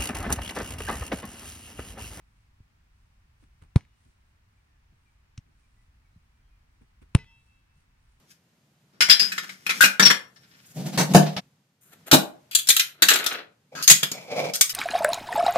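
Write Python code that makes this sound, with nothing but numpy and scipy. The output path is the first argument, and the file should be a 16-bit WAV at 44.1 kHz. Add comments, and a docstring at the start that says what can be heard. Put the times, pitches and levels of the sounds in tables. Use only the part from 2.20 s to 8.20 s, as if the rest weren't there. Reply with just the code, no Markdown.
"""Over wind rumble, distant traffic and a far songbird (filtered noise, gliding sines), a player steps through grass.
Soft thumps, scuffs and rustles (swelling noise) lead to the first kick of a rubber ball at 1.6 s.
Each kick is a resonant bass thud, a slap (short noise burst), a faint ring of beating air modes and small echoes.
The first ball lands at 3.2 s with a crisp slap and a low thump; more steps lead to the second kick at 4.9 s."""
import sys
import numpy as np
from scipy import signal
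from scipy.fft import rfft, irfft, next_fast_len
from scipy.io import wavfile
from scipy.ndimage import uniform_filter1d

SR = 44100
rng = np.random.default_rng(int(sys.argv[2]) if len(sys.argv) > 2 else 0)


def to_wav(s):
    """Save 16-bit WAV."""
    ch = np.atleast_2d(s).T  # columns
    pcm = np.round(np.clip(ch, -1, 1) * 32767)  # PCM
    wavfile.write(sys.argv[1], SR, pcm.astype(np.int16))


N = 264636
T = np.arange(N) / SR

# Spectra of wind and traffic. Each row: frequency in Hz, relative level in dB.
WIND_TONE = [(12, -11), (25, -2), (50, 3), (110, -5.5), (170, -15.5), (240, -21.5), (350, -38),
             (600, -51.5)]
TRAFFIC_TONE = [(40, -8.5), (150, 1), (280, 3), (500, -4.5), (680, -3), (900, 1), (1900, -0.5), (2500, -2),
                (3400, -8), (5600, -11), (7000, -15), (9200, -18), (11000, -21), (15500, -23)]
# Songbird notes. Each row: start in seconds, length in seconds, start Hz, end Hz, level in dB.
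BIRD_NOTES = [(2.371, 0.028, 2424, 2270, -73), (2.45, 0.15, 1930, 1670, -80),
              (2.853, 0.052, 2454, 2250, -70), (3.422, 0.05, 2450, 2290, -73.5),
              (3.538, 0.14, 1945, 2013, -77), (3.836, .055, 2336, 2144, -76),
              (3.926, 0.045, 3780, 4300, -83), (4.117, 0.11, 2340, 2370, -79),
              (4.219, 0.094, 3270, 3190, -82), (4.287, 0.103, 2530, 2320, -77.5)]
# Foot swings through grass. Each row: crest time in seconds, length in seconds, level in dB.
GRASS_SWISHES = [(0.168, 0.23, -81), (0.794, 0.17, -82), (1.227, 0.069, -75), (1.851, 0.23, -76),
                 (2.09, 0.13, -84), (2.887, 0.25, -82.5), (3.41, 0.18, -80), (3.616, 0.2, -81.5),
                 (5.253, 0.31, -79), (5.601, 0.11, -77.5), (5.92, 0.28, -79.5)]
# Spectra of grass rustle and crushed grass. Each row: frequency in Hz, relative level in dB.
RUSTLE_TONE = [(1500, -8.5), (3500, -3.5), (5500, -6), (6800, -6.5), (9300, -1), (11000, -14), (15000, -24)]
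CRUNCH_TONE = [(400, -14.5), (1000, 8.5), (2500, 2), (5000, -12), (7000, -12), (9300, -2.5), (11000, -29),
               (15000, -22)]
# Footfalls. Each row: start in seconds, length in seconds, heel thump dB, sole scuff dB, grass crunch dB.
FOOTFALLS = [(0.403, 0.011, -51.5, -84, -97), (1.223, 0.022, -63.5, -60.5, -69),
             (1.415, 0.029, -49, -58.5, -61.5), (1.852, 0.044, -61, -68.5, -89),
             (2.719, 0.021, -59.5, -71, -95), (3.256, 0.059, -65.5, -72, -92),
             (3.96, 0.016, -50, -78.5, -100.5), (4.611, 0.024, -60, -58, -69),
             (4.814, 0.024, -55, -57.5, -63), (5.554, 0.024, -53, -94, -96)]
# Spectrum of the landing slap and grass. Each row: frequency in Hz, relative level in dB.
LANDING_TONE = [(300, -10), (900, -21.5), (1300, -7.5), (1700, -12), (2300, -6.5), (3000, -5), (3400, -9.5),
                (4100, -7), (4900, -14), (5700, -1.5), (6600, -14), (7800, -12), (10500, -26.5),
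                (15000, -49)]
# Short echoes of the kicks. Each row: time in seconds, level in dB.
KICK_ECHOES = [(1.6085, -50), (1.6452, -65), (1.6507, -59), (4.9890, -43.5), (5.0442, -54)]
# Spectra of echoes, scuff and scattered tail. Each row: frequency in Hz, relative level in dB.
ECHO_TONE = [(400, -34.5), (1100, -11), (2200, 4), (3500, -9), (6000, -20.5), (9500, -16), (14000, -50.5)]
SCUFF_TONE = [(100, -2), (300, 6), (550, -3), (900, 0.5), (1700, -10), (2500, -14), (5000, -21),
              (7500, -28.5), (9300, -19), (10500, -35), (15000, -48)]
TAIL_TONE = [(30, -7.5), (90, 1), (180, -4), (350, -19.5), (700, -30), (2200, -27), (5000, -33.5),
             (9300, -44), (15000, -60.5)]
# Air modes inside a ball, in Hz before the pitch ratio of each kick.
BALL_MODES_HZ = [431, 915, 1497, 2008, 2530, 2654, 3020, 3252, 3445, 3505, 3828, 3978, 4387, 4958, 5335,
                 5475, 5879]
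# Decay and beat of each mode. Each row: dB at first kick and dB at second kick (both before the beat),
# t60 in seconds before the ring time ratio, beat in Hz, time of a beat crest in seconds after the kick.
BALL_MODES = [(-57, -42.5, 0.14, 8.3, .04), (-67, -60.5, 0.62, 6.5, 0.029), (-70, -68, 0.46, 9.7, 0.067),
              (-56.5, -45, .33, 12, 0.061), (-68.5, -54.5, 0.37, 8, 0.064), (-71, -58, 1.5, 5, .2),
              (-70.5, -58, 0.4, 11, 0.066), (-75, -66.5, 1.2, 3.8, 0.17), (-71, -67, .7, 6, 0.13),
              (-63, -65, 0.27, 8, .04), (-80, -74, 1.5, 5.4, 0.052), (-61.5, -57, 0.23, 9, 0.065),
              (-81, -70, .55, 4.2, .05), (-67, -64.5, .4, 8, 0.037), (-79, -68.5, .5, 7, .04),
              (-71.5, -69, .7, 7, .03), (-80.5, -66, 0.41, 9, 0.036)]
# Slap spectra, one list per kick. Each row: frequency in Hz, relative level in dB.
SLAP_TONES = [
    [(200, -19.5), (620, -6), (830, 6), (1200, 3), (1600, -8.5), (2200, 1.5), (2900, -8.5), (3900, -1),
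     (4900, -10.5), (5400, -8.5), (6800, -19), (9300, -7), (10500, -22.5), (15000, -35)],
    [(200, -29), (620, -12.5), (950, -3), (1800, -8.5), (2700, -2), (3400, -10.5), (3900, -10),
     (4900, -26.5), (5600, -10.5), (6400, -32), (7700, -14.5), (9400, -5.5), (10300, -24), (15000, -43)],
]
# Kicks. Each row: start in seconds, thud peak dB, push time in ms, abrupt share 0-1, slap dB,
# slap t60 in seconds, scuff dB, scuff t60 in seconds, ring pitch ratio, ring time ratio, tail dB.
KICKS = [(1.5598, -4, 1.1, 0.09, -24.5, .008, -32, .075, 1.098, .5, -44.5),
         (4.9499, -4.5, 1.4, 0.28, -14.5, .005, -30, 0.06, 1.0, 1.0, -39)]

STIR_DB, STIR_SPREAD_DB, STIR_CHANGES_PER_S = -89.5, 3, 5.4
LANDING_S = 3.1772
CONTACT_MS = 11.2  # boot on ball
TOP_HZ = 15900


def undb(db):
    """Decibels to gain."""
    return 10 ** (np.asarray(db) / 20)


def unit(x):
    """Scale to rms 1."""
    return x / np.sqrt(np.mean(x ** 2))


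def colour(x, tone):
    """Minimum-phase filter through (Hz, dB) points that keeps the power of white noise."""
    size = 8192
    tone_hz, tone_db = np.transpose(tone)
    bin_hz = np.arange(size // 2 + 1) * SR / size
    gain_db = np.interp(np.log(bin_hz + 1), np.log(tone_hz), tone_db)
    # folding the cepstrum makes the filter causal
    cepstrum = irfft(np.log(undb(gain_db)))[:size // 2]
    cepstrum[1:] *= 2
    response = irfft(np.exp(rfft(cepstrum, size)))
    return signal.oaconvolve(x, response / np.linalg.norm(response))[:N]


def noise(tone):
    """Coloured noise of rms 1."""
    return unit(colour(rng.standard_normal(N), tone))


def wide(tone, side_db):
    """Stereo noise of rms 1; side_db is the side level relative to the middle."""
    middle = noise(tone)
    side = undb(side_db) * noise(tone)
    return unit(middle + side * np.array([[1], [-1]]))


def fade(start_s, t60_s):
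    """Sudden start and exponential decay."""
    return (T >= start_s) * np.exp(-np.log(1000) * np.clip((T - start_s) / t60_s, 0, 4))


def swell(start_s, length_s):
    """Quick rise to 1 at a third of the length, then a slower fall."""
    u = np.clip((T - start_s) / (length_s / 3), 0, 20)
    return u * np.exp(1 - u)


def delay(x, ms):
    """Delay by any fraction of a sample, as a phase turn."""
    size = next_fast_len(N + 2048)
    turns = np.arange(size // 2 + 1) * SR / size * ms / 1000
    return irfft(rfft(x, size) * np.exp(-2j * np.pi * turns), size)[:N]


def place(x, pan_db, lag_ms):
    """Positive pan and lag: louder and earlier in the left microphone."""
    left = x * undb(pan_db / 2)
    right = delay(x, lag_ms) * undb(-pan_db / 2)
    return np.array([left, right])


def grain(spread_db):
    """Blades snap one by one: a level that jumps every 64 samples (1.5 ms), rms 1."""
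    jumps = np.repeat(rng.standard_normal(N // 64 + 1), 64)[:N]
    return unit(undb(spread_db * jumps))


def burst(start_s, t60_s):
    """Short crackle with an even spectrum and the energy of 1 ms at level 1."""
    size, lead = 1024, 128
    crackle = rng.standard_normal(size) * fade(0, t60_s)[:size]
    spectrum = rfft(np.roll(crackle, lead))
    flat = irfft(spectrum / np.abs(spectrum))
    out, first = np.zeros(N), int(start_s * SR) - lead
    out[first:first + size] = flat * np.sqrt(SR / 1000)
    return out


def air(wind_db=-62.5, traffic_db=-72.0, gust_spread_db=1.16, drift_spread_db=-0.12):
    """Low wind rumble, nearly alike on both sides, under the wide hush of distant traffic."""
    points = rng.standard_normal(size=(2, 30))
    gust, drift = (np.interp(T, np.linspace(0, T[-1], len(row)), row) for row in points)
    wind = undb(wind_db + gust_spread_db * gust) * wide(WIND_TONE, side_db=-26.5)
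    traffic = undb(traffic_db + drift_spread_db * drift) * wide(TRAFFIC_TONE, side_db=1.5)
    return wind + traffic


def bird():
    """Faint gliding whistles from the trees, blurred by a decaying noise response."""
    song = 0
    for start_s, length_s, start_hz, end_hz, db in BIRD_NOTES:
        u = np.clip((T - start_s) / length_s, 0, 1)
        cycles = np.cumsum(start_hz + (end_hz - start_hz) * u) / SR
        song = song + undb(db) * np.sin(np.pi * u) * np.sin(2 * np.pi * cycles)
    trees = rng.standard_normal((2, SR // 2)) * fade(0, t60_s=0.29)[:SR // 2]
    blur = signal.fftconvolve(song[None], trees / np.linalg.norm(trees), axes=1)[:, :N]
    return song + undb(-3) * blur


def rustle():
    """Grass hiss swells and fades with each foot swing, over a faint random stir of grass and clothes."""
    turns = rng.standard_normal(size=200)
    wander = np.interp(T * STIR_CHANGES_PER_S, np.arange(len(turns)), turns)
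    stir = undb(STIR_DB + STIR_SPREAD_DB * wander)
    swings = sum(undb(db) * np.exp(-(2 * (T - crest_s) / length_s) ** 2)
                 for crest_s, length_s, db in GRASS_SWISHES)
    return np.hypot(stir, swings) * grain(spread_db=2.5) * wide(RUSTLE_TONE, side_db=1)


def steps():
    """Each foot thumps the soil, scuffs it and crushes grass: three bands of swelling noise."""
    heel, sole, blades = (sum(undb(row[k]) * swell(row[0], row[1]) for row in FOOTFALLS) for k in range(2, 5))
    heel_tone = [(30, -4.5), (70, 9.5), (170, 4.0), (300, -32.5), (800, -53)]
    sole_tone = [(100, -19), (220, 10), (400, 2.0), (700, -16.5), (1500, -39), (5000, -37)]
    thumps = heel * noise(heel_tone)
    scuffs = sole * wide(sole_tone, side_db=0)
    crunch = blades * grain(spread_db=3.5) * wide(CRUNCH_TONE, side_db=-0.5)
    return thumps + scuffs + crunch


def landing(hz=112, thump_db=-31.0, overtone_hz=222, overtone_db=-46, slap_db=-41, grass_db=-58, delay_s=0.0023):
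    """The first ball slaps the turf, then squashes and rebounds: a soft thump with a hollow overtone."""
    start_s = LANDING_S + delay_s
    cycles = np.clip((T - start_s) * hz, 0, 3 / 2)
    thump = undb(thump_db) * np.sin(2 * np.pi * cycles) * np.exp(-.25 * cycles)
    overtone = swell(start_s, length_s=0.013) * np.sin(2 * np.pi * overtone_hz * (T - start_s))
    thump = thump + undb(overtone_db) * overtone
    slap = undb(slap_db) * colour(burst(LANDING_S, t60_s=.009), LANDING_TONE)
    grass = undb(grass_db) * fade(LANDING_S, t60_s=0.066) * noise(LANDING_TONE)
    return uniform_filter1d(thump, size=90) + place(slap + grass, pan_db=3.5, lag_ms=.012)


def echoes():
    """Nearby surfaces throw back the slap without its bass."""
    slaps = sum(undb(db) * burst(start_s, t60_s=0.0054) for start_s, db in KICK_ECHOES)
    return place(colour(slaps, ECHO_TONE), pan_db=3, lag_ms=.04)


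def thud(start_s, push_ms, abrupt, hz=112, q=1.7, lead_ms=.9, lead=.3, release_ms=4,
         low_hz=38, top_hz=550, skin_hz=4000):
    """The boot dents the ball, which sucks in air and swings back: a push through a resonance, peak 1."""
    ms = (T - start_s) * 1000
    before = ms < 0
    decay_ms = np.where(before, lead_ms, push_ms)
    push = np.where(before, lead, 1) * np.exp(-np.minimum(np.abs(ms) / decay_ms, 40))
    push[int(start_s * SR)] += abrupt * push.sum()
    swing = signal.lfilter(*signal.iirpeak(hz, q, fs=SR), -push)
    # the swing dies quickly once the ball has left the boot
    swing = swing * np.exp(-np.clip((ms - CONTACT_MS) / release_ms, 0, 20))
    # so small a source radiates little deep bass, and soft rubber little treble
    swing = signal.lfilter(*signal.butter(1, [low_hz, top_hz], "band", fs=SR), swing)
    swing = signal.lfilter(*signal.butter(1, skin_hz, fs=SR), swing)
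    return swing / np.abs(swing).max()


def ring(start_s, pitch, hold, index, depth=0.72, build_s=0.041):
    """Air in the freed ball rings on, beating as it spins away; a smaller ball rings higher."""
    out, first = np.zeros(N), int(start_s * SR)
    t = T[:min(SR, N - first)]
    for hz, (*levels_db, t60_s, beat_hz, crest_s) in zip(BALL_MODES_HZ, BALL_MODES):
        beat = 1 + depth * np.exp(2j * np.pi * beat_hz * (t - crest_s))
        decay_per_s = np.log(1000) / (t60_s * hold)
        mode = np.exp((2j * np.pi * hz * pitch - decay_per_s) * t)
        out[first:first + len(t)] += undb(levels_db[index]) * np.imag(beat * mode)
    return out * np.clip((T - start_s) / build_s, 0, 1)


def kicks():
    """Thud, slap, scuff of the ball leaving the boot, ring, and sound scattered back by the field."""
    out = 0
    scuff = wide(SCUFF_TONE, side_db=-7.5)
    tail = wide(TAIL_TONE, side_db=-9.5)
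    for k, row in enumerate(KICKS):
        (start_s, thud_db, push_ms, abrupt, slap_db, slap_t60_s,
         scuff_db, scuff_t60_s, pitch, hold, tail_db) = row
        out = out + place(undb(thud_db) * thud(start_s, push_ms, abrupt), pan_db=0, lag_ms=.4)
        slap = undb(slap_db) * colour(burst(start_s + 0.00034, slap_t60_s), SLAP_TONES[k])
        # a weaker, duller copy of the slap as the ball leaves the boot
        release = undb(-19) * uniform_filter1d(delay(slap, CONTACT_MS), size=7)
        out = out + place(slap + release, pan_db=5.0, lag_ms=0.039)
        out = out + undb(scuff_db) * fade(start_s, scuff_t60_s) * scuff
        out = out + place(ring(start_s, pitch, hold, index=k), pan_db=1.0, lag_ms=.06)
        out = out + undb(tail_db) * fade(start_s, t60_s=.27) * tail
    return out


def scene():
    """Everything on the field, in stereo."""
    return air() + bird() + rustle() + steps() + landing() + echoes() + kicks()


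def record(dry):
    """Steep elliptic low-pass: the microphones pass little above TOP_HZ."""
    return signal.sosfilt(signal.ellip(8, .2, 70, TOP_HZ, fs=SR, output="sos"), dry)


dry = scene()
out = record(dry)
to_wav(out)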